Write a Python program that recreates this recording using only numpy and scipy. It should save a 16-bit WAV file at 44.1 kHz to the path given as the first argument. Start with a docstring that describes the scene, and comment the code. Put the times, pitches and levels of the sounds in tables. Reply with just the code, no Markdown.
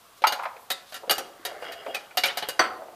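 """A steel knife works the last paste out of a tin can over a stove. First the hollow can goes clonk.
Then the blade clinks and chatters on the thin wall, knocks dully where paste cushions it and slides
lightly between blows. Halfway through, it scrapes harder along the inside. Near the end comes one hard
clank with a rebound; a pot's low notes hum on under two last soft knocks. All along, a small kitchen
echoes and hisses faintly. The sound sits in the centre."""
import sys
import numpy as np
from scipy import signal
from scipy.fft import rfft, irfft
from scipy.io import wavfile

SR = 44100
rng = np.random.default_rng(int(sys.argv[2]) if len(sys.argv) > 2 else 0)


def master_out(mix):
    """Clip the mix to full scale and print it as 16-bit PCM to the path in sys.argv[1]."""
    frames = np.transpose(np.atleast_2d(mix))
    ceiling = np.clip(frames, -1, 1)
    pcm = np.round(ceiling * 32767).astype(np.int16)
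    wavfile.write(sys.argv[1], SR, pcm)


N = 130095
T = np.arange(SR * 4 // 5) / SR  # seconds since a blow began
ROOM_DB, RING_ROOM_DB = -10.5, -17  # echo level of noisy sounds, and of ringing metal


def clinks(wall_db=10, snap_db=3, can_db=-5.5, stove_delay_s=0.0072, stove_db=-7.5):
    """The blade snaps and chatters on the tin; wall, blade, can and struck spot all ring."""
    # blows on the wall: start_s, contact_s, low_db, mid_db, high_db, top_db, blade_db, spot_hz, spot_db
    blows = [(0.22, 0.0037, -33, -41.5, -32.5, -57, -57, 542, -36),
             (.270, 0.0055, -25.5, -27.5, -16, -30, -25, 6526, -28.5),
             (0.3228, 0.0057, -27, -27, -23.5, -33, -34.5, 4080, -32),
             (0.703, 0.0074, -29, -27, -19, -25.5, -50, 1260, -52),
             (0.715, 0.0051, -36, -38, -36, -26.5, -60, 3820, -24),
             (0.923, 0.013, -55, -43.5, -38, -47, -53, 625, -43),
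             (.943, 0.025, -38, -38.5, -37, -36, -42.5, 3700, -40.5),
             (1.096, 0.022, -24.5, -22, -22.5, -37, -25.5, 2874, -20),
             (1.1085, 0.0068, -20.5, -35, -17.5, -18, -21.5, 778, -28),
             (1.1814, 0.0083, -30, -33.5, -30.5, -26.5, -45, 764, -29.5),
             (1.451, 0.014, -34, -31.5, -30, -29, -39, 3825, -35),
             (1.72, 0.015, -56, -39, -39, -43, -48, 3230, -63),
             (1.946, 0.0082, -34.5, -32.5, -25, -32.5, -59, 2540, -25.5),
             (1.965, 0.0057, -37.5, -38.5, -48, -62, -56, 2410, -33.5),
             (2.172, .011, -27, -23, -18.5, -26.5, -25.5, 742, -23.5),
             (2.236, 0.0064, -25, -24, -10, -36, -30, 2317, -19.5),
             (2.256, 0.019, -30.5, -28.5, -27.5, -27.5, -47, 2400, -24),
             (2.283, 0.03, -41, -33, -29.5, -68, -52, 3000, -28),
             (2.372, 0.015, -32.5, -31, -27, -29.5, -35, 720, -30.5),
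             (2.4241, 0.011, -24.5, -32, -25.5, -61, -48, 2970, -29),
             (2.487, .009, -33, -31, -31, -25.5, -33, 526, -30)]
    # middles of the low, mid, high and top bands: pitch_hz
    bands_hz = [620, 1500, 3700, 10500]
    # tone colours of the thin wall and of the bright first snap: pitch_hz, level_db
    tin_colour = [(30, -65), (110, -28), (220, -13.5), (380, -6), (650, -2), (1000, -5), (1500, 0.5),
                  (3000, -8.5), (4700, -7.5), (5600, -11.5), (7600, -14.5), (11500, -18), (15000, -33)]
    snap_colour = [(200, -8), (3000, -23), (6000, -9.5), (11500, 4), (15000, 7)]
    # ringing notes of the blade and of the can: pitch_hz, level_db, fade_s
    blade_notes = [(2876, -3.5, 0.18), (3584, -9.5, .085), (4260, -9, 0.087), (4610, -3, .11),
                   (4690, -3, 0.11), (6610, -10, 0.11), (8620, -18, 0.14), (8920, -17, .1),
                   (10870, -9.5, 0.087), (11640, -6, 0.04), (13200, -11, 0.049), (13300, -10, 0.13),
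                   (14790, -23, 0.062)]
    can_notes = [(548, -5.5, 0.18), (742.3, -0.5, 0.11), (1350, -11, 0.12), (1721, -4, 0.093),
                 (1920, -11.5, 0.071), (2463, -11, 0.13), (3030, -4, 0.088), (3210, -2.5, 0.054),
                 (3915, -2, 0.03), (3915, -4.5, 0.11), (4700, -12.5, 0.031), (6140, -7, 0.035),
                 (8910, -7.5, 0.063), (11380, -12.5, 0.13)]
    out = np.zeros(N)
    for start_s, contact_s, low_db, mid_db, high_db, top_db, blade_db, spot_hz, spot_db in blows:
        bands = list(zip(bands_hz, (low_db, mid_db, high_db, top_db)))
        peaks = wall_peaks()
        taps = chatter(contact_s, fade_s=0.074)
        wall = coloured(taps, lambda hz: along(tin_colour, hz) + along(bands, hz) + peaks(hz) + wall_db)
        snap = amp(top_db + snap_db) * coloured(chatter(0, fade_s=0.042), shape(snap_colour))
        tones = amp(blade_db) * ring(blade_notes, waver=0.81)
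        tones += amp(mid_db + can_db) * ring(can_notes, waver=0.48)
        tones += ring([(spot_hz, spot_db, 0.093)], waver=1.37)
        room = echo(amp(ROOM_DB) * wall + amp(RING_ROOM_DB) * tones)
        add(out, start_s, snap + wall + tones + room)
        # the stove top throws each clink back
        add(out, start_s + stove_delay_s, amp(stove_db) * (snap + kitchen(wall)))
    return out


def clank():
    """A heavy metal blow and its rebound, each with a rough ring that dies quickly."""
    # the two blows: start_s, contact_s, body_db, ring_db
    blows = [(2.593, 0.0078, -14, -25), (2.639, 0.019, -30, -71)]
    # tone colour of the crash: pitch_hz, level_db
    body_colour = [(30, -32), (110, -20.5), (170, -23), (250, -9), (350, -5.5), (700, 2), (1300, 0),
                   (1900, 0.5), (2600, -10), (3300, -7.5), (3950, -20), (4500, -4), (5400, -25.5),
                   (7300, -33), (15000, -36)]
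    # high notes of the metal: pitch_hz, level_db, fade_s
    notes = [(4500, -10, .14), (4656, 3, 0.07), (4834, -17, .13), (5950, 2.5, 0.095), (6514, -18, .14),
             (8064, -15, 0.19), (8796, -17, 0.12), (11500, -17, 0.1), (14200, -28, .1)]
    out = np.zeros(N)
    for start_s, contact_s, body_db, ring_db in blows:
        peaks, colour = wall_peaks(), shape(body_colour)
        body = coloured(chatter(contact_s, fade_s=0.12), lambda hz: colour(hz) + 0.5 * peaks(hz))
        tones = amp(ring_db) * ring(notes, waver=1.26)
        add(out, start_s, kitchen(amp(body_db) * body) + tones + amp(RING_ROOM_DB) * echo(tones))
    return out


def clonk(start_s=0.2388, level_db=-10.5, rise_s=0.0021):
    """One clean, short blow into the hollow of the can: all its notes start together."""
    # notes of the hollow can: pitch_hz, level_db, fade_s
    notes = [(714, -28, 0.016), (830, -3, 0.05), (886.5, 4.5, 0.066), (955, -6, 0.12), (1296, -4, 0.1),
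             (1394, -6, 0.12), (1990, -9, .04), (2510, -9, 0.018)]
    tones = sum(amp(db) * fade(T, fade_s) * np.sin(2 * np.pi * hz * T) for hz, db, fade_s in notes)
    out = np.zeros(N)
    add(out, start_s, amp(level_db) * tones * (1 - np.exp(-T / rise_s)))
    return out


def knocks(contact_s=0.003, fade_s=0.072, width_octaves=0.49):
    """Paste cushions these blows, leaving a hollow thud with a brighter edge."""
    # cushioned blows: start_s, level_db, pitch_hz, edge_db (compared with the thud)
    blows = [(.2395, -16, 938, 0), (0.253, -39, 1220, -16), (.265, -23, 1130, -13), (.394, -27, 910, -10),
             (.4215, -32.5, 1020, -22), (.435, -33, 880, -0.5), (.4545, -23, 903, -8.5),
             (.565, -44.5, 600, 0), (1.033, -32.5, 610, -43), (1.074, -34, 495, -16),
             (1.203, -33, 530, -13), (1.395, -48.5, 368, -11), (1.514, -36, 630, -27),
             (1.623, -32.5, 606, -11), (1.863, -27.5, 670, -10), (1.879, -39.5, 427, -25),
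             (2.109, -55, 720, 11), (2.820, -35, 750, -27), (2.882, -41.5, 670, -10)]
    # tone colours of the thud's bass and of the edge: pitch_hz, level_db
    bass_colour = [(60, -10), (170, 9), (300, -4), (450, 0.5)]
    edge_colour = [(50, -64), (300, -26.5), (900, 3.5), (1400, 10), (1700, 5.5), (2400, 8.5), (2800, -2.5),
                   (3800, -6.5), (5000, -11), (6500, -26), (15000, -30)]
    out = np.zeros(N)
    for start_s, level_db, pitch_hz, edge_db in blows:
        def hollow(hz):
            """One broad peak around the knock's pitch, in dB."""
            distance = np.log2((hz + 1) / pitch_hz) / width_octaves / 2
            return -20 * np.log10(1 + distance ** 2) * 2.73 + along(bass_colour, hz)
        thud = coloured(chatter(contact_s, fade_s), same_power(hollow))
        edge = coloured(chatter(contact_s, fade_s), shape(edge_colour))
        add(out, start_s, amp(level_db) * kitchen(thud + amp(edge_db) * edge))
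    return out


def scrape(slips_per_s=900, spread_db=4):
    """Tiny uneven slips of the blade make a hollow rub, a rasp on the wall and a thin squeak."""
    # loudness of the scraping over time: time_s, rub_db, rasp_db, squeak_db
    loudness = [(.1, -64, -72, -82), (.84, -86, -68, -74), (1.02, -56, -66, -79), (1.25, -54, -62, -56),
                (1.40, -63.5, -62, -75), (1.50, -41.5, -46.5, -47.5), (1.56, -44, -50, -81),
                (1.61, -48, -50.5, -56), (1.636, -45, -42.5, -46), (1.70, -37.5, -42, -48.5),
                (1.745, -52.5, -52, -57), (1.81, -42.5, -52, -46.5), (1.846, -50, -49, -59),
                (1.902, -33.5, -52, -47), (1.95, -79, -46, -57), (2.14, -54.5, -68, -66),
                (2.45, -62, -48, -47.5), (2.95, -50, -69, -89)]
    # tone colours of the can's hollow and of its wall: pitch_hz, level_db
    rub_colour = [(100, -41.5), (280, -17.5), (400, -5), (540, -5), (610, -5.5), (690, 5), (790, -6),
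                  (950, -19.5), (1400, -18.5), (4000, -86)]
    rasp_colour = [(200, -13), (1000, -0.5), (1600, 7.5), (2200, 2.5), (2700, -14), (4800, -10.5),
                   (6500, -20.5), (15000, -34)]
    # narrow peaks of the squeak: pitch_hz, width_hz, level_db
    squeaks = [(2857, 190, -1.5), (3252, 110, -1.5), (4900, 230, -14)]

    def squeak(hz):
        """The peaks added together, in dB."""
        peaks = (amp(db) / (1 + (2 * (hz - pitch) / width) ** 2) for pitch, width, db in squeaks)
        return 20 * np.log10(sum(peaks))
    times_s, *levels = np.transpose(loudness)
    out = np.zeros(N)
    for level_db, colour in zip(levels, (shape(rub_colour), shape(rasp_colour), same_power(squeak))):
        slips = (rng.random(N) < slips_per_s / SR) * rng.choice([-1, 1], N)
        slips = slips * amp(spread_db * rng.standard_normal(N))
        slips /= np.sqrt(np.mean(slips ** 2) + 1e-20)
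        out += amp(np.interp(np.arange(N) / SR, times_s, level_db)) * coloured(slips, colour)
    return kitchen(out)


def hums():
    """Low metal notes hum on: the can after some harder blows, a pot after the last clank."""
    # lingering low notes: start_s, pitch_hz, level_db, fade_s
    notes = [(.239, 835, -32.5, 0.62), (0.24, 1400, -30.5, 0.3), (0.238, 1007, -46, 0.33),
             (0.7009, 1324, -38.5, 0.31), (1.946, 816, -44, 0.44), (2.592, 1321, -26, 0.36),
             (2.593, 1045, -32, 0.46), (2.593, 753, -37, 0.74)]
    out = np.zeros(N)
    for start_s, *note in notes:
        add(out, start_s, ring([note], waver=0.27))
    return out


def slides():
    """The blade slides lightly over the metal in soft swells of noise."""
    # strokes: middle_s, length_s, level_db, pitch_hz, fall_db (per octave away from the pitch)
    strokes = [(0.185, .025, -56.5, 4400, 5), (0.438, 0.016, -51.5, 10000, 10),
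               (0.422, 0.068, -38, 950, 27), (0.622, 0.061, -60, 12500, 16),
               (0.896, 0.056, -54.5, 3780, 13), (0.906, 0.037, -58, 11000, 14),
               (1.632, .05, -57.5, 9000, 6), (1.88, .06, -58.5, 9000, 4)]
    out, t = np.zeros(N), np.arange(N) / SR
    for middle_s, length_s, level_db, pitch_hz, fall_db in strokes:
        colour = same_power(lambda hz: -fall_db * np.abs(np.log2((hz + 1) / pitch_hz)))
        swell = np.exp(-2 * ((t - middle_s) / length_s) ** 2)
        out += amp(level_db) * swell * coloured(rng.standard_normal(N), colour)
    return out


def kitchen(sound):
    """A sound together with its echo."""
    return sound + amp(ROOM_DB) * echo(sound)


def echo(sound, rise_s=0.0052):
    """The room answers with a noisy tail whose high pitches die first."""
    # how long the kitchen rings: pitch_hz, fade_s
    room_fades = [(150, 0.86), (700, 0.77), (2000, 0.39), (5000, 0.37), (12000, 0.3)]
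    hz, t, noise = signal.stft(rng.standard_normal(SR * 3 // 4), SR, nperseg=256)
    tail = signal.istft(noise * fade(t, along(room_fades, hz)[:, None]), SR, nperseg=256)[1]
    tail *= 1 - np.exp(-T[:len(tail)] / rise_s)
    return signal.fftconvolve(sound, tail / np.linalg.norm(tail))[:len(sound)]


def hiss():
    """The steady background noise of stove and kitchen."""
    # tone colour of the hiss: pitch_hz, level_db
    hiss_colour = [(25, -11.5), (60, -6), (130, -4), (230, -3), (700, -8), (1150, 5), (1700, -7),
                   (3700, -6.5), (5600, -11), (14400, -12), (16000, -14.5)]
    return coloured(rng.standard_normal(N), shape(hiss_colour))


def chatter(contact_s, fade_s, first_hit=4.2):
    """One hit, then a rush of tiny taps that last while the blade touches and then die away."""
    taps = rng.choice([-1, 1], len(T)) * rng.uniform(0.38, 1.194, len(T))
    taps *= fade(np.maximum(T - contact_s, 0), fade_s)
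    taps[0] = first_hit
    return taps


def ring(notes, waver, rise_s=0.0006):
    """Struck metal rings with fading notes, each a little unsteady and never twice alike."""
    out = np.zeros(len(T))
    steps_s = T[::256]
    for hz, db, fade_s in notes:
        t = T[T < fade_s]
        drift = np.interp(t, steps_s, np.cumsum(rng.standard_normal(len(steps_s))))
        loudness = amp(db + rng.normal(0, 1)) * fade(t, fade_s)
        out[:len(t)] += loudness * np.sin(2 * np.pi * (hz * t + rng.random()) + waver * drift)
    return np.sqrt(2) * out * (1 - np.exp(-T / rise_s))


def wall_peaks(depth_db=3, spacing_hz=85.3):
    """A tone colour of random peaks and dips: each spot on the wall favours other pitches."""
    heights = rng.standard_normal(2048)
    return lambda hz: depth_db * np.clip(np.interp(hz / spacing_hz, np.arange(2048), heights), -2, 2)


def coloured(sound, colour, size=4096):
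    """Filter a sound by a tone colour: a function that gives a level in dB for each pitch."""
    gains = amp(colour(np.fft.rfftfreq(2 * size, 1 / SR)))
    cepstrum = irfft(np.log(gains + 1e-6))
    # fold onto the first half, so nothing rings before the blow
    cepstrum[1:size] *= 2
    cepstrum[size + 1:] = 0
    response = irfft(np.exp(rfft(cepstrum)))[:size]
    return signal.fftconvolve(sound, response)[:len(sound)]


def same_power(colour):
    """Shift a tone colour so that white noise keeps its power through it."""
    pitches_hz = np.fft.rfftfreq(4096, 1 / SR)
    offset_db = 10 * np.log10(np.mean(amp(colour(pitches_hz)) ** 2))
    return lambda hz: colour(hz) - offset_db


def shape(points):
    """Turn (pitch_hz, level_db) points into a tone colour that keeps the power."""
    return same_power(lambda hz: along(points, hz))


def along(points, hz):
    """Read between (pitch_hz, value) points, with octaves evenly spaced."""
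    pitches_hz, values = np.transpose(points)
    return np.interp(np.log(hz + 1), np.log(pitches_hz + 1), values)


def fade(t, fade_s):
    """Die away by 60 dB every fade_s seconds."""
    return np.exp(-np.log(1000) * t / fade_s)


def amp(db):
    """Turn decibels into a multiplier."""
    return 10 ** (np.asarray(db) / 20)


def add(track, start_s, sound):
    """Mix a sound into the track at start_s."""
    part = track[round(start_s * SR):][:len(sound)]
    part += sound[:len(part)]


def scene(hiss_db=-55.5, width_tail_db=-48, width_noise_db=-75.5):
    """All sits in the centre; a very faint added noise, partly following the blows, widens it a little."""
    metal = clinks() + clonk() + knocks() + clank() + hums() + scrape() + slides()
    centre = metal + amp(hiss_db) * hiss()
    width = amp(width_tail_db) * echo(metal) + amp(width_noise_db) * hiss()
    return np.array([centre + width, centre - width])


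def record(dry, top_hz=14950):
    """A steep filter cuts away the very highest treble."""
    return signal.sosfilt(signal.ellip(12, 0.1, 90, top_hz, fs=SR, output="sos"), dry)


dry = scene()
out = record(dry)
master_out(out)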